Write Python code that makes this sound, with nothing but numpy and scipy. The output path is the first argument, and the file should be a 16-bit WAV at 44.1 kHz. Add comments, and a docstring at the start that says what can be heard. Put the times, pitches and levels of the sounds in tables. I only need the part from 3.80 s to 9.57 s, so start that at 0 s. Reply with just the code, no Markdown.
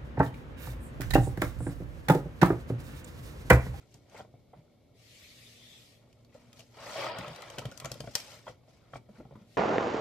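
"""Gloved hands dunk a sponge in a plastic tub of foamy paste: noise and ringing bubbles squelch under pressure.
Two smooth strokes of hissing grit drag it along the bottom, each with a fuzzy whistle.
Then it is lifted and wrung: foam crackles loudly, torn films tick, blobs pop and thump the tub, bubbles gulp.
The dripping thins out, the sponge is let go and a last stroke follows.
All along, the tub and room echo, and a quiet room hums behind with soft air noise and wavering tones."""
import sys
import numpy as np
from scipy import signal
from scipy.fft import rfft, irfft
from scipy.io import wavfile
from scipy.ndimage import uniform_filter1d

SR = 44100
rng = np.random.default_rng(int(sys.argv[2]) if len(sys.argv) > 2 else 0)


def put_to_file(sound):
    """Save the sound as 16-bit audio at rate SR, in the file named by the first command-line argument."""
    columns = np.atleast_2d(sound).T  # one column per channel
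    safe = np.clip(columns, -1, 1)
    whole_steps = np.round(safe * 32767)
    wavfile.write(sys.argv[1], SR, whole_steps.astype(np.int16))


def decibels_to_gain(level_db):
    """Convert a level in decibels to a linear amplitude gain (20 dB per decade)."""
    exponent = np.asarray(level_db, float) / 20
    return 10 ** exponent


N = 254456  # length in samples

# Falling blobs and bursting pockets; the pop swells to its top in a quarter of its length,
# the thump level is taken before its tone is doubled in height:
# [start_s, pop_peak_db, pocket_hz, length_s, thump_db]
BLOB_EVENTS = [(0.144, -59, 750, 0.017, -50.5), (0.317, -50, 590, 0.024, -65),
               (0.345, -40, 626, 0.015, -61), (0.362, -47, 2100, 0.018, -70),
               (0.366, -51, 1400, 0.027, -63), (0.392, -43, 700, 0.011, -59),
               (0.399, -37, 664, 0.0047, -62), (0.405, -34.5, 665, 0.0067, -47.5),
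               (0.448, -45.5, 605, 0.006, -64), (0.539, -49.5, 570, 0.0067, -52.5),
               (0.7314, -40.5, 723, 0.021, -54), (2.546, -45, 520, 0.02, -70),
               (2.788, -48.5, 600, 0.023, -64), (2.968, -44.5, 650, 0.0096, -75),
               (3.389, -44, 840, 0.017, -45), (3.78, -33, 572, 0.015, -40), (3.789, -41, 540, 0.0054, -48),
               (3.817, -39.5, 990, 0.012, -47), (3.852, -30.5, 525, 0.006, -33.5),
               (3.917, -41.5, 1400, 0.012, -61), (4.021, -43, 1080, 0.008, -49),
               (4.043, -30, 980, 0.019, -38), (4.056, -31, 570, 0.0076, -47),
               (4.113, -36.5, 575, 0.016, -42), (4.154, -42.5, 485, 0.007, -49),
               (4.203, -33.5, 550, 0.0042, -38.5), (4.238, -40, 560, 0.013, -44),
               (4.273, -34, 564, 0.0064, -42.5), (4.355, -38.5, 785, 0.018, -63),
               (4.667, -34, 960, 0.0081, -62), (4.676, -31.5, 580, 0.013, -57),
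               (4.694, -43, 526, 0.014, -53), (4.877, -52.5, 630, 0.02, -66.5),
               (5.134, -33, 566, 0.0049, -46), (5.155, -31.5, 700, 0.0052, -41.5),
               (5.289, -49, 536, 0.0062, -53), (5.353, -58, 1380, 0.015, -62),
               (5.4, -43.5, 555, 0.014, -49.5), (5.451, -47.5, 716, 0.0053, -48),
               (5.509, -44, 560, 0.0066, -52), (5.522, -46.5, 580, 0.016, -46.5),
               (5.553, -43, 980, 0.0098, -59)]
# Resonances of the plastic tub, the first two for its sway, the others for its walls:
# [pitch_hz, level_db, width_hz before any widening]
TUB_MODES = [(122.3, 1, 30), (177, -8, 232), (570, 0.5, 120), (700, -6.5, 133), (876, -5, 137),
             (1043, -7.5, 130), (1330, -2.5, 131), (1924, -5.5, 156), (2260, -8.5, 81), (3200, -6, 195)]


def foam():
    """Coarse and fine bubbles over a rush of paste; the tub floor sways under the load."""
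    # Tone colour of the coarse bubbles: [pitch_hz, relative_level_db per Hz]
    coarse_colour = [(88, -41), (150, -10.5), (362, -6.5), (538, 1), (860, -1), (1350, -2.5), (1520, -8),
                     (2200, -5), (2580, -9), (5000, -14), (6500, -62)]
    # Tone colour of the fine bubbles: [pitch_hz, relative_level_db per Hz]
    fine_colour = [(880, -25), (1500, -4.5), (1950, -0.5), (2730, -1.5), (5350, 0.5), (10500, -15),
                   (12700, -12.5), (15000, -40)]
    # How alike left and right are near the tub: [pitch_hz, likeness from -1 to 1]
    likeness = [(60, 0.82), (180, 1), (540, 0.95), (1620, 0.28), (4860, 0.19), (14600, 0.41)]
    coarse = bubbles(coarse_colour, 2600, 8.1, 2.85, 245.2, 4480)
    coarse = coarse + 0.81 * hiss(coarse_colour, likeness, 2.0, 3.6)
    larger_pops = bubbles(coarse_colour, 220, 3.2, 4.3, 445, 3510, count=14)  # scattered
    coarse = coarse + 0.46 * larger_pops
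    coarse = evened(coarse + 0.74 * walls(coarse))
    fine = 0.47 * bubbles(fine_colour, 2500, 14.2, 2.3, 1556, 15080)
    fine = fine + 0.53 * hiss(fine_colour, likeness, 1.8, 3.2)

    push = spaced(rng.standard_normal((2, N)), 0.88, 0.31)
    sway = evened(sum(decibels_to_gain(db) * resonate_twice(push, hz, width) for hz, db, width in TUB_MODES[:2]))
    squeeze = pressure(column=1, rest_db=-79.5)
    fizz = pressure(column=2, rest_db=-81.5)
    return squeeze * coarse + fizz * fine + swaying(squeeze) * sway


def bubbles(spectrum, per_s, turns, spread_db, lo_hz, hi_hz, count=24):
    """Bubbles burst at random and ring, a few much louder; each size reaches the two sides at slightly other times."""
    out = np.zeros((2, N))
    for hz in np.geomspace(lo_hz, hi_hz, count):
        bursts = rng.random(N) < per_s / count / SR
        size = np.minimum(rng.exponential(1, N), 4)
        cycles = np.arange(int(6 * turns * SR / hz) + 8) * hz / SR
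        ring = cycles * np.exp(-2 * cycles / turns)
        ring *= np.sin(2 * np.pi * cycles * (1 + 0.00761 * cycles))  # the pitch climbs slightly
        ring *= decibels_to_gain(read(spectrum, hz)) * np.sqrt(hz) / np.linalg.norm(ring)
        train = signal.oaconvolve(bursts * decibels_to_gain(spread_db * size), ring)[:N]
        out += [train, np.roll(train, rng.integers(-3, 8))]  # path difference to the two microphones
    return evened(out)


def pressure(column, rest_db):
    """Gain of one bubble layer: the restless seeping, the wring and the squelches add up in power."""
    # The soaked sponge is lifted, wrung and left dripping: [time_s, squeeze_db, fine_fizz_db]
    wring = [(2.1, -100, -100), (2.3, -83, -77), (2.65, -72.5, -88), (2.9, -79, -69), (2.98, -52, -60.5),
             (3.05, -47.5, -50), (3.13, -45, -47.5), (3.2, -37, -42.5), (3.27, -37.5, -48.5),
             (3.33, -41, -67), (3.42, -42, -57), (3.52, -48, -58.5), (3.75, -51, -58), (3.94, -60, -62.5),
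             (4.09, -54.5, -62), (4.31, -71, -56), (4.4, -100, -100)]
    # Short squelches as the sponge is dunked, gripped, let go:
    # [peak_s, squeeze_db, fine_fizz_db, rise_s, fall_s]
    squelches = [(0.018, -66.5, -71, 0.16, 0.054), (0.15, -82, -64, 0.15, 0.11),
                 (0.388, -52, -54.5, 0.1, 0.055), (0.75, -74, -93, 0.085, 0.14),
                 (2.22, -69.5, -76, 0.043, 0.17), (2.55, -66, -66, 0.051, 0.33),
                 (2.8, -65.5, -54, 0.088, 0.066), (4.37, -58, -43, 0.04, 0.15),
                 (4.521, -54, -51, 0.3, 0.15), (4.691, -51.5, -53, 0.04, 0.036),
                 (4.889, -76.5, -65.5, 0.041, 0.21), (5.09, -68, -88, 0.34, 0.052),
                 (5.169, -56, -54.5, 0.061, 0.018), (5.361, -63.5, -69, 0.09, 0.14),
                 (5.538, -70.5, -80, 0.16, 0.18), (5.62, -67.5, -73, 0.1, 0.052)]
    power = decibels_to_gain(rest_db) ** 2 + decibels_to_gain(curve(wring, column)) ** 2
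    for row in squelches:
        power = power + decibels_to_gain(row[column] + bump(row[0], *row[3:])) ** 2
    return np.sqrt(power)


def bump(peak_s, rise, fall):
    """Straight dB slopes: 18 dB down one rise time before the peak and one fall time after it."""
    t = np.arange(N) / SR - peak_s
    return -18 * np.maximum(-t / rise, t / fall)


def swaying(squeeze):
    """Gain of the tub's sway: it follows the squeeze and lingers after each thump."""
    t = np.arange(N) / SR
    hit_db, fade_s = -6.5, 0.26  # relative to the thump; time to fall by 60 dB
    after = sum((t > s) * decibels_to_gain(db + hit_db - 60 * abs(t - s) / fade_s) ** 2 for s, *_, db in BLOB_EVENTS)
    pushed = decibels_to_gain(-32) * squeeze ** 0.58
    return np.sqrt(decibels_to_gain(-72.5) ** 2 + pushed ** 2 + after)


def drag():
    """Smooth rub of grit; each stroke swells and fades, its fuzzy whistle strongest and highest at full speed."""
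    # Tone colour of the rubbing grit: [pitch_hz, relative_level_db per Hz]
    grit_colour = [(650, -56), (1100, -16), (1600, -18), (1880, -6.5), (2760, -6.5), (3580, -5),
                   (4510, -6.5), (10300, -18), (15000, -20)]
    # Strokes of the sponge over the bottom; pitch and levels hold at full speed, whistle against rub:
    # [start_s, length_s, rub_db, whistle_hz, whistle_db]
    strokes = [(1.129, 0.66, -57, 2260, -14), (1.554, 0.68, -58.5, 3480, -3),
               (5.625, 0.74, -60, 2310, -7.5)]
    rub = hiss(grit_colour, [(1000, 0.17), (5000, 0.04)], 2.24, 0.17)
    out = 0
    for start, length, db, hz, whistle_db in strokes:
        progress = np.clip((np.arange(N) / SR - start) / length, 0, 1)
        speed = np.sin(np.pi * progress).clip(0)
        pitch = hz * (1 + 0.1 * (speed - 1))
        whistle = evened(resonate_twice(rub, pitch, 790))
        # the powers of speed set how round or peaked each swell is
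        out = out + decibels_to_gain(db) * speed ** 0.96 * (rub + decibels_to_gain(whistle_db) * speed ** 7.6 * whistle)
    return out


def blob(pop_db, hz, length, thump_db):
    """An air pocket pops in a short ragged burst that the tub walls colour; the weight thumps the tub floor."""
    t = np.arange(SR // 8) / SR
    rise = t / length * 4
    swell = rise * np.exp(1 - rise)
    ragged = spaced(rng.standard_normal((2, len(t))) * swell, 0.95, 0.8)
    bright_hz = 7000 * decibels_to_gain(pop_db + 28.0)  # harder pops reach the higher modes
    climb = hz * (1 + 3 * t)  # the pocket shrinks, its pitch climbs
    pop = resonate(resonate(ragged, climb, 0.58 * hz), climb, 0.29 * hz)
    pop = pop + 0.5 * walls(resonate_twice(ragged, 0, bright_hz))
    bell = np.sin(2 * np.pi * np.cumsum(climb) / SR) * swell  # the pocket's own clear note
    pop = pop / abs(pop).max() + 0.43 * bell

    boom = np.sin(2 * np.pi * 128.2 * t)  # the tub floor
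    rock = decibels_to_gain(-8.5) * np.sin(2 * np.pi * 65 * t)  # the whole tub
    thump = (boom + rock) * decibels_to_gain(-60 * t / 0.099) * np.minimum(t / 0.0057, 1)
    return decibels_to_gain(pop_db) * pop / abs(pop).max() + decibels_to_gain(thump_db) * 2 * thump


def gulp(db, hz, climb):
    """A large air bubble rings a few cycles, rising in pitch as it nears the surface of the paste."""
    t = np.arange(SR // 8) / SR
    fade_s = 0.14  # time to fall by 60 dB
    ring = np.sin(2 * np.pi * hz * t * (1 + climb * t))
    ring = ring * decibels_to_gain(db - 60 * t / fade_s) * np.minimum(t / 0.0021, 1)
    wobble = evened(uniform_filter1d(rng.standard_normal(len(t)), size=150))
    ring = ring * (1 + 0.5 * wobble)  # the paste makes it gurgle
    return np.array([ring, ring])


def tick(db, hz, pan_db):
    """A film of foam tears within a few milliseconds, with a faint spray after it."""
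    t = np.arange(SR // 10) / SR
    snap = decibels_to_gain(-60 * t / 0.011)
    spray = decibels_to_gain(-8.5 - 60 * t / 0.022)
    tear = (snap + spray) * np.minimum(t / 0.00178, 1) ** 2
    ragged = spaced(rng.standard_normal((2, len(t))) * tear, 0.66, pan_db)
    ring = resonate_twice(ragged, hz, 1300) + 0.85 * resonate(ragged, 5430, 3870)
    tub_hz, _, tub_width = TUB_MODES[-1]
    ring = ring + 0.94 * resonate(ragged, tub_hz, tub_width)
    return decibels_to_gain(db) * ring / abs(ring).max()


def walls(x):
    """The damp tub walls ring along, each mode steep-sided."""
    return sum(decibels_to_gain(db) * resonate_twice(x, hz, 1.85 * width) for hz, db, width in TUB_MODES[2:])


def lean(x):
    """The tub sits a little to the left, most of all for the treble."""
    # Balance of the tub: [pitch_hz, left_minus_right_db]
    balance = [(60, 2), (370, -1), (2340, 3), (14600, 3.5)]
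    db = read(balance, np.fft.rfftfreq(N, 1 / SR)) / 2
    return irfft(rfft(x) * decibels_to_gain(np.array([db, -db])), N)


def echo(x, count=3):
    """Short tail of the tub and the room, little bass; the paths shift as hands and paste move."""
    t = np.arange(SR // 5) / SR
    fade = decibels_to_gain(-60 * t / 0.088) + decibels_to_gain(-13.5 - 60 * t / 0.31)
    tails = rng.standard_normal((count, 2, len(t))) * fade * (t > 0.0007)
    tails[:, 1] = 0.5 * tails[:, 0] + 0.92 * tails[:, 1]  # both sides share some paths
    thin = signal.sosfilt(signal.butter(2, 450, "high", fs=SR, output="sos"), x.mean(0))
    turn = np.pi * np.arange(N) / SR / 0.09
    out = 0
    for k, tail in enumerate(tails):
        sent = thin * np.sqrt(2 / count) * np.cos(turn + np.pi * k / count)
        out = out + signal.oaconvolve(sent[None], tail / np.linalg.norm(tail[0]), axes=1)[:, :N]
    return out


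def room():
    """Soft air noise, and hum tones and hissing bands that waver because they are narrowed noise."""
    # Tone colour of the air noise: [pitch_hz, relative_level_db per Hz]
    air_colour = [(25, -7), (112, -1), (191, -7), (243, -13), (318, -10.5), (604, -9.5), (833, -21.5),
                  (1500, -50), (4150, -35.5), (10300, -41.5), (12100, -36.5), (15000, -49)]
    # How alike left and right are in the room: [pitch_hz, likeness from -1 to 1]
    likeness = [(60, 0.99), (240, 0.63), (930, 0.58), (3690, -0.81), (14600, -0.036)]
    # Wavering tones and hissing bands: [pitch_hz, level_db, width_hz of each of two passes]
    hum_tones = [(114.8, -67.5, 13.5), (240.2, -73.5, 1.9), (277.4, -78.5, 5.6), (2205, -86, 160),
                 (3500, -84, 1900)]
    hum = 0
    for hz, db, width in hum_tones:
        hum = hum + decibels_to_gain(db) * evened(resonate_twice(rng.standard_normal(N), hz, width))
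    return decibels_to_gain(-63.5) * hiss(air_colour, likeness, 0.79, 0.61, size=2048) + hum


def hiss(spectrum, same, patchy_db, flicker_db, size=512):
    """Two-channel noise from random short-time spectra, with patches and a flicker shared by all bands."""
    frames, hz = 4 * N // size + 5, np.fft.rfftfreq(size, 1 / SR)
    a, b, c, d, patches = rng.standard_normal((frames, len(hz), 5)).T
    patches = uniform_filter1d(patches, size=5, axis=0)  # across pitch
    patches = evened(uniform_filter1d(patches, size=12, axis=1))  # across time
    flicker = evened(uniform_filter1d(rng.standard_normal(frames), size=3))
    same = np.clip(read(same, hz), -1, 1)[:, None]
    left = a + 1j * b
    right = same * left + np.sqrt(1 - same ** 2) * (c + 1j * d)
    level_db = read(spectrum, hz)[:, None] + patchy_db * patches + flicker_db * flicker
    z = np.array([left, right]) * decibels_to_gain(level_db)
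    return evened(signal.istft(z, nperseg=size, noverlap=3 * size // 4)[1][:, :N])


def spaced(x, same, pan_db):
    """The second microphone hears the same burst a little later, partly by other paths."""
    late = same * np.roll(x[0], shift=2) + np.sqrt(1 - np.clip(same, 0, 1) ** 2) * x[1]
    return decibels_to_gain(np.array([[pan_db / 2], [-pan_db / 2]])) * [x[0], late]


def resonate(x, hz, width):
    """Shifts the pitch hz (fixed or gliding) down to zero, smooths, and shifts back: a resonance of gain 1."""
    turn = np.exp(2j * np.pi * np.cumsum(hz * np.ones(x.shape[-1])) / SR)
    r = np.exp(-np.pi * width / SR)
    return 2 * (turn * signal.lfilter([1 - r], [1, -r], x / turn)).real


def resonate_twice(x, hz, width):
    """Two equal resonances in a row give steeper sides."""
    return resonate(resonate(x, hz, width), hz, width)


def evened(x):
    """Scales to an average (rms) strength of 1."""
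    return x / np.sqrt(np.mean(x ** 2) + 1e-20)


def read(points, hz):
    """Reads a table by pitch on a log axis."""
    f, value = np.transpose(points)
    return np.interp(np.log(hz + 1), np.log(f + 1), value)


def curve(rows, column):
    """One column of a time table, sample by sample."""
    return np.interp(np.arange(N) / SR, *np.transpose(rows)[[0, column]])


def add(mix, s, sound):
    """Mixes a two-channel sound in at s seconds."""
    part = mix[:, round(s * SR):][:, :sound.shape[1]]
    part += sound[:, :part.shape[1]]


def scene():
    """Everything in the tub, its echo and the room."""
    # Large air bubbles gulping up through the paste; level before fade and gurgle,
    # the pitch rises by twice the climb share each second: [start_s, level_db, start_hz, climb_per_s]
    gulps = [(0.761, -49, 151, 1), (0.783, -47.5, 150, 1), (3.388, -36.5, 171, 1.1), (3.414, -46, 172, 1),
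             (3.47, -38.5, 137, 0.83), (3.503, -40, 148, 1), (5.289, -45.5, 195, 2), (5.383, -41.5, 206, 4),
             (5.398, -47, 301, 5), (5.554, -44, 197, 1.9), (5.614, -48, 192, 2.2)]
    # Fine ticks of bursting film: [start_s, peak_db, pitch_hz, left_minus_right_db]
    ticks = [(0.1408, -45, 5470, 0.5), (0.296, -51, 6040, 1), (2.327, -51, 3020, -1),
             (2.4466, -53, 4430, 1), (2.5424, -51, 3100, 7), (2.729, -42, 2960, 1), (2.7923, -37, 2790, 20),
             (2.804, -38, 2900, 4), (3.385, -27, 2900, 5), (3.48, -35.5, 3240, 5), (3.5598, -34.5, 2650, 7),
             (3.62, -32, 4080, 14), (3.7001, -33.5, 3630, 4), (3.7834, -24, 3500, 3),
             (3.7905, -28.5, 2710, 2), (3.854, -31.5, 3200, 2.5), (3.913, -39.5, 3700, 0),
             (3.9212, -41, 5550, 1), (3.9745, -29, 6010, 26), (3.999, -28.5, 2720, 1),
             (4.046, -26, 2500, 11), (4.055, -24.5, 6500, 6), (4.1157, -23.5, 5000, 5.5),
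             (4.14, -33.5, 3930, 14), (4.2036, -28.5, 4720, 7), (4.352, -9.5, 5400, 6),
             (4.4009, -31, 5230, 1)]
    hits = np.zeros((2, N))
    for s, *row in BLOB_EVENTS:
        add(hits, s, blob(*row))
    for s, *row in gulps:
        add(hits, s, gulp(*row))
    for s, *row in ticks:
        add(hits, s, tick(*row))
    tub = hits + lean(foam() + drag())
    return tub + decibels_to_gain(-5) * echo(tub) + room()


def band_limit(x):
    """A steep low-pass at the top of the band."""
    return signal.sosfilt(signal.butter(12, 15170, fs=SR, output="sos"), x)


def record(dry):
    """Small microphones lose the deep bass and the top."""
    band = signal.sosfilt(signal.butter(2, 45, "high", fs=SR, output="sos"), dry)
    band = signal.oaconvolve(band, signal.firwin(255, 14600, fs=SR)[None], "same")
    return band_limit(band)


dry = scene()
out = record(dry)
put_to_file(out)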